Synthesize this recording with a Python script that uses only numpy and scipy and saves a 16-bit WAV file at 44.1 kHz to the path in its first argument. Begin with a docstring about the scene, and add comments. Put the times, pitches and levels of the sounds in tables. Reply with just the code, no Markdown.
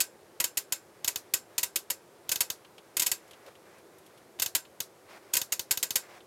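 """First comes a sharp clack: a bank of small relays (electric switches) on a circuit board, close by in
an open metal case. Each bank clacks because its relays land within a few milliseconds, shaking the board
and their housings; one lone relay gives the same lighter click every time. Between the runs come faint
button ticks, the brush of a sleeve and one hollow rub, over low ventilation in a quiet, dry workroom."""
import sys
import numpy as np
from scipy import signal
from scipy.fft import rfft, irfft, next_fast_len
from scipy.io import wavfile
from scipy.ndimage import uniform_filter1d

SR = 44100
rng = np.random.default_rng(int(sys.argv[2]) if len(sys.argv) > 2 else 0)


def store_pcm(level_fs):
    """Save levels as 16-bit WAV."""
    pcm = np.round(np.clip(level_fs, -1, 1) * 32767).astype(np.int16)
    wavfile.write(sys.argv[1], SR, np.atleast_2d(pcm).T)


N = 276106
SIZE = 16384   # samples in one click and its ringing
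AGE = np.arange(SIZE) / SR   # seconds since the click began
FREQS = np.fft.rfftfreq(SIZE, 1 / SR)

# The clacks. Each row: start in seconds, level in dB, seconds from first landing to last, low knock in
# dB, brightness (higher is brighter), relative metal ring in dB, pitch of the loudest housing in Hz.
CLACKS = [(0.0034, -23, 0.0098, -3, -0.5, -3.5, 7900), (0.401, -25.5, 0.0065, 2, -1.5, -12, 13100),
          (0.441, -26, 0.0042, -2.5, -2, -4, 13800), (0.572, -26, 0.0085, -3.5, -1, -9, 11500),
          (0.7222, -27, 0.0061, -3, -3.5, -3, 10400), (1.077, -25, 0.0064, -3, -1.5, -7.5, 6840),
          (1.3373, -23, 0.0051, -1.5, 0.5, -3.5, 7200), (1.58, -26, 0.008, -1.8, -4.5, -10, 4200),
          (1.63, -26, 0.0071, -3, -2.5, -7, 14700), (1.758, -26, 0.0077, -2, 0, -12, 11200),
          (1.9015, -27.5, 0.0087, 1, 2, -7, 10700), (2.3161, -25.5, 0.0091, -2.5, 0, -1, 6070),
          (2.4055, -23, .008, -1.5, -0.5, -6, 11100), (2.9679, -27, 0.0051, 1.5, 0.5, -9, 9400),
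          (2.9958, -24.5, 0.0071, -7, -4, -10, 8900), (3.0199, -26, 0.0076, -2, -2, -12, 14400),
          (3.0631, -25, 0.0091, -5.5, -1, -7, 11100), (3.1155, -26, 0.0039, -2, -1, -5, 9100),
          (4.4202, -25, 0.0089, -3, -1.5, -5, 12300), (4.55, -23.5, 0.0088, 1.3, 2.5, -3.5, 4070),
          (5.3363, -25, 0.005, -3.5, -1, -4.5, 6900), (5.353, -30, 0.0023, 0.5, -2, -6, 6500),
          (5.368, -23.5, .0034, -3, -2.5, -2.5, 12200), (5.5213, -26, 0.0096, -1, -2.5, -9, 6700),
          (5.7094, -22.5, 0.0093, -.8, 0, -5, 7400), (5.8277, -26, .0073, -1.7, -2, -1, 4070),
          (5.9564, -23, 0.006, -1.5, -2.5, -4, 12600)]
# The tone of a clack. Each row: frequency in Hz, gain in dB.
BANK_TONE = [(40, -8), (90, -26.5), (220, -17), (700, -12.5), (1400, -12), (2400, -7.5), (5000, -5.5),
             (5850, -9.5), (6700, 0.5), (8800, -8), (10800, -5.5), (12500, -3), (14600, -7), (15700, -19)]
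# Where board and housings ring. Each row: pitch in Hz, width in Hz, boost in dB.
BANK_RESONANCES = [(350, 52, 9.5), (518, 38, 8), (971, 61, 10.5), (1573, 8.4, 7), (1923, 56, 8.5),
                   (2160, 180, 6), (2543, 88, 8.5), (2772, 98, 5.5), (3110, 380, 5), (3670, 33, 6.5),
                   (4240, 130, 0.5), (4533, 55, 9.5), (5300, 430, 6.5), (6220, 55, 7), (7000, 160, 5),
                   (7890, 240, 5.5), (8300, 270, 5.5), (9540, 700, 6.5), (11380, 173, 4.5), (11600, 340, 3),
                   (12650, 200, 7), (14400, 420, 8.5)]
def relay_banks(count=7):
    """The relays of a bank land one after another; their place on the board colours the clack."""
    out = np.zeros(N)
    board_db = at_hz(BANK_TONE, FREQS) + resonance_db(BANK_RESONANCES)
    for start, db, spread, knock_db, brightness, ring_db, housing_hz in CLACKS:
        landings = spread * np.linspace(0, 1, count)
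        strengths_db = rng.normal(0, 1.04, count) - 8.2 * landings / spread
        strengths_db[0] -= 4.0   # the first relay lands alone
        bounce = (spread + 0.0053, -7.0)
        force = rattle([*zip(landings, strengths_db), bounce], fade_s=0.022)
        force += from_db(-22.5) * echo_tail(build_s=0.0088)
        place_tone = [(1200, knock_db), (3500, 0.52 * brightness), (7000, 0), (12000, 0.81 * brightness)]
        body_db = board_db + at_hz(place_tone, FREQS) + resonance_db([(housing_hz, 420, 5.0)])
        clack = at_level(through_body(flatten(force, bins=400), body_db), db)
        ring = from_db(db + ring_db - 14.0) * metal_ring()
        wash = room_wash(db=db - 14.5, build_s=0.0068)
        thump = board_thump(hz=111, fade_s=0.033, db=db - 19.5)
        add(out, clack + ring + wash + thump, start)
    return out


# Metal parts that ring after a clack. Each row: pitch in Hz, relative level in dB, seconds to fade 60 dB.
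SPRINGS = [(1538, -3, .2), (1634, -4.5, 0.17), (5270, -3, 0.2), (6760, 6, 0.11), (7300, -14, 0.26),
           (7270, -2, 0.2), (7900, -9, .14), (7560, 5, 0.17), (9600, -3, 0.17), (9800, -8, 0.15)]
def metal_ring(count=3):
    """Several alike springs ring together, each a little off pitch and out of step."""
    hz, db, fade_s = np.repeat(SPRINGS, count, axis=0).T[:, :, None]
    detune = 1 + rng.normal(0, 0.00864, hz.shape)
    phase = rng.uniform(0, 2 * np.pi, hz.shape)
    rings = fade(db, fade_s) * np.sin(2 * np.pi * hz * detune * AGE + phase)
    return rings.sum(axis=0) / np.sqrt(count)


# When the lone relay clicks. Each entry: start in seconds.
LONE_STARTS = [1.0445, 1.158, 2.2916, 2.3571, 2.5009, 4.3972, 4.4601, 4.8029, 5.4145, 5.5934, 5.773, 5.9055]
# The tiny hits within its click. Each row: seconds after the first hit, relative level in dB.
LONE_HITS = [(0, -8), (.0011, 7), (.0022, 5), (.0032, -0.5)]
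# The tone of its click. Each row: frequency in Hz, gain in dB.
LONE_TONE = [(40, -24), (100, -7.5), (220, -6.5), (1300, -13.5), (2300, -17.5), (3000, 0.5), (4800, -8),
             (5800, -4.5), (6700, -1), (8900, -11), (11200, -8), (12700, -1.5), (14500, 1.5), (15700, -20)]
# Where it makes board and housing ring. Each row: pitch in Hz, width in Hz, boost in dB.
LONE_RESONANCES = [(362, 75, 1), (500, 32, 1.6), (923, 110, 7.7), (1616, 160, 12), (2100, 280, 13.7),
                   (2576, 110, 13), (2960, 79, 4.5), (3270, 220, 1.2), (3640, 240, 8.2), (4070, 84, 7.5),
                   (4530, 140, 14), (5200, 150, 12), (6300, 83, 8), (6500, 320, 3.2), (6880, 490, 9.3),
                   (7660, 110, 4), (8530, 250, 16), (9700, 458, 1.9), (13100, 380, 3.1), (12400, 190, 3.4),
                   (14500, 330, 3.6)]
def lone_relay(db=-32):
    """The same moving arm takes the same path each time, so its click repeats."""
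    out = np.zeros(N)
    force = flatten(rattle(LONE_HITS, fade_s=0.014), bins=75)
    body_db = at_hz(LONE_TONE, FREQS) + resonance_db(LONE_RESONANCES)
    click = at_level(through_body(force, body_db), db)
    thump = board_thump(hz=127, fade_s=0.037, db=db - 21.0)
    for start in LONE_STARTS:
        wash = room_wash(db=db - 8.5, build_s=0.0033)
        add(out, click + wash + thump, start)
    return out


def rattle(hits, fade_s):
    """Each hit (seconds, dB) shakes a plastic housing into a quickly dying burst of noise."""
    power = sum((AGE >= s) * from_db(db - 60 * np.maximum(AGE - s, 0) / fade_s) ** 2 for s, db in hits)
    return np.sqrt(power / power.sum()) * rng.standard_normal(SIZE)


def board_thump(hz, fade_s, db):
    """The board bends under the relays' moving arms and gives a short, low thump."""
    return fade(db, fade_s) * np.sin(2 * np.pi * hz * AGE)


# Faint button ticks. 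Each row: start in seconds, relative level in dB, treble boost in dB.
BUTTON_TICKS = [(1.041, -59, 2), (2.2862, -55, -7), (2.558, -65, 1), (2.6477, -55, -9), (2.781, -51.5, -6),
                (3.278, -63, 11), (3.31, -52.5, 2), (3.333, -54, -4), (3.4635, -56.5, 0),
                (3.5537, -58.5, -5), (3.7833, -63, 14), (3.984, -61, 17), (4.0626, -59, 9),
                (4.176, -59.5, 3), (4.3893, -48, -7), (4.651, -56, -5), (5.333, -43, 14),
                (6.205, -57.5, -13)]
# The tone of a tick. Each row: frequency in Hz, gain in dB.
TICK_TONE = [(200, -13), (600, -6), (2000, -9.5), (3200, -1.5), (5500, -13), (9000, -15), (12500, -14.5),
             (16000, -41)]
def buttons():
    """A button makes one light hit for each tick."""
    out = np.zeros(N)
    for start, db, treble_db in BUTTON_TICKS:
        force = rattle([(0, 0)], fade_s=0.055)
        force += from_db(-30) * echo_tail(build_s=0.002)
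        body_db = at_hz(TICK_TONE, FREQS) + at_hz([(3500, 0), (9000, treble_db)], FREQS)
        add(out, at_level(through_body(force, body_db), db - 1.5), start)
    return out


# Strokes of the sleeve. Each row: start in seconds, length in seconds, level in dB.
SLEEVE_STROKES = [(0.96, 0.36, -66), (1.51, 0.079, -63), (2.25, 0.36, -65), (2.84, 0.18, -67),
                  (3.18, 0.34, -62), (3.66, 0.14, -61), (3.917, 0.31, -67), (5.098, 0.078, -51.5),
                  (5.227, 0.095, -60.5), (6.03, 0.037, -55), (6.096, 0.086, -53)]
# The tone of the cloth. Each row: frequency in Hz, gain in dB.
SLEEVE_TONE = [(250, -6), (600, 6), (1200, 4.5), (2200, 3), (3000, -5.5), (5000, -7.5), (8000, -14.5),
               (16000, -20)]
def sleeve(rest_db=-72):
    """Cloth rubs with each stroke of a person's arm, which is never quite still."""
    power = sum((from_db(db) * swell(start, length, rise_s=0.019, fall_s=0.011)) ** 2
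                for start, length, db in SLEEVE_STROKES)
    return np.sqrt(power + from_db(rest_db) ** 2) * noise(SLEEVE_TONE)


# The hollow tone of the rub. Each row: frequency in Hz, gain in dB.
RUB_TONE = [(200, -24), (400, -10), (550, -1.5), (800, -10), (1200, -16), (2500, -24), (6000, -30),
            (16000, -40)]
def case_rub(db=-46.5):
    """One short rub against the case makes a hollow puff of noise."""
    return from_db(db) * swell(start_s=3.483, hold_s=0.0035, rise_s=0.017, fall_s=0.009) * noise(RUB_TONE)


# How case and room ring on. Each row: frequency in Hz, seconds to fade 60 dB, relative level in dB.
ECHO_BANDS = [(92, 0.16, -31), (365, 0.16, -6), (1640, 0.15, -10.5), (4000, 0.14, -14), (8200, 0.14, -13.5),
              (15000, 0.12, -13)]
def echo_tail(build_s):
    """The blurred ringing of case and room builds up, then fades by octaves; the lows last longest."""
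    bands, out = np.array(ECHO_BANDS), 0
    white = rfft(rng.standard_normal(SIZE))
    octaves = np.round(np.log2(np.clip(FREQS, 64, 16384)))
    for octave in np.unique(octaves):
        fade_s = at_hz(bands[:, [0, 1]], 2 ** octave)
        db = at_hz(bands[:, [0, 2]], 2 ** octave)
        out += irfft(white * (octaves == octave)) * fade(db, fade_s)
    return out * (1 - np.exp(-AGE / build_s))


# The tone that case and room scatter back. Each row: frequency in Hz, gain in dB.
ROOM_TONE = [(100, -16.5), (380, -12.5), (1200, -6), (2700, -8), (4000, 3), (6000, 3.5), (9000, 0),
             (11000, 0), (12500, 3.5), (15700, -8)]
def room_wash(db, build_s):
    """Echoes from all sides blend into a smooth wash behind a click."""
    return at_level(through_body(echo_tail(build_s), at_hz(ROOM_TONE, FREQS)), db)


# The tone of the ventilation. Each row: frequency in Hz, gain in dB.
AIR_TONE = [(30, -39), (60, -15.5), (95, -9.5), (150, -7.5), (280, -8), (350, 1), (440, -1.5), (520, -2),
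            (750, -7.5), (1000, -10), (1600, -15), (2900, -21.5), (12000, -25), (16000, -34)]
def ventilation(db=-57):
    """Moving air makes a low, steady rush."""
    return from_db(db) * noise(AIR_TONE)


def through_body(force, gain_db):
    """Colour a hit so that the body rings after it, never before (a minimum-phase filter)."""
    cepstrum = irfft(np.log(from_db(gain_db)))
    cepstrum[1:SIZE // 2] *= 2   # move the ringing from before the hit to after it
    cepstrum[SIZE // 2 + 1:] = 0
    return irfft(rfft(force) * np.exp(rfft(cepstrum)))


def resonance_db(resonances):
    """A body boosts the frequencies near the pitches it rings at."""
    return sum(db / (1 + (2 * (FREQS - hz) / width) ** 2) for hz, width, db in resonances)


def flatten(force, bins):
    """Even out the broad humps in a burst's tone, so that only the body colours it."""
    power = uniform_filter1d(np.abs(rfft(force)) ** 2, bins)
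    return through_body(force, -10 * np.log10(power + 1e-12))


def noise(tone):
    """Steady noise of a given tone, with an average (rms) level of 1."""
    size = next_fast_len(N)
    gain = from_db(at_hz(tone, np.fft.rfftfreq(size, 1 / SR)))
    hiss = irfft(rfft(rng.standard_normal(size)) * gain, size)[:N]
    return hiss / np.sqrt(np.mean(hiss ** 2) + 1e-20)


def swell(start_s, hold_s, rise_s, fall_s):
    """A loudness curve that rises until start_s, holds, then dies away."""
    age = np.arange(N) / SR - start_s
    return np.exp(np.minimum(age, 0) / rise_s - np.maximum(age - hold_s, 0) / fall_s)


def fade(db, fade_s):
    """A loudness curve that starts at db and drops 60 dB in fade_s seconds."""
    return from_db(db - 60 * AGE / fade_s)


def at_level(click, db):
    """Scale a click so that its first 20 milliseconds have an average (rms) level of db."""
    return from_db(db) * click / np.sqrt(np.mean(click[:SR // 50] ** 2))


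def at_hz(points, hz):
    """Read between (Hz, value) rows, with all octaves equally wide."""
    point_hz, values = np.array(points).T
    return np.interp(np.log(np.maximum(hz, 1)), np.log(point_hz), values)


def from_db(db):
    """Turn decibels into a multiplier."""
    return 10 ** (np.asarray(db) / 20)


def add(out, sound, start_s):
    """Mix a sound in from start_s on."""
    start = max(round(start_s * SR), 0)
    out[start:start + len(sound)] += sound[:N - start]


def scene():
    """Relays in front; a person's small noises and the ventilation behind, in one channel."""
    handling = buttons() + sleeve() + case_rub()
    return (relay_banks() + lone_relay() + handling + ventilation())[None]


def record(dry):
    """The microphone drops the deep bass, rounds the highest peaks and cuts the very top steeply."""
    bass_cut = signal.butter(5, 60, "high", fs=SR, output="sos")
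    top_cut = signal.ellip(10, 0.1, 80, 15900, fs=SR, output="sos")
    rounded = 0.5 * np.tanh(signal.sosfilt(bass_cut, dry) / 0.5)
    return signal.sosfilt(top_cut, rounded)


dry = scene()
out = record(dry)
store_pcm(out)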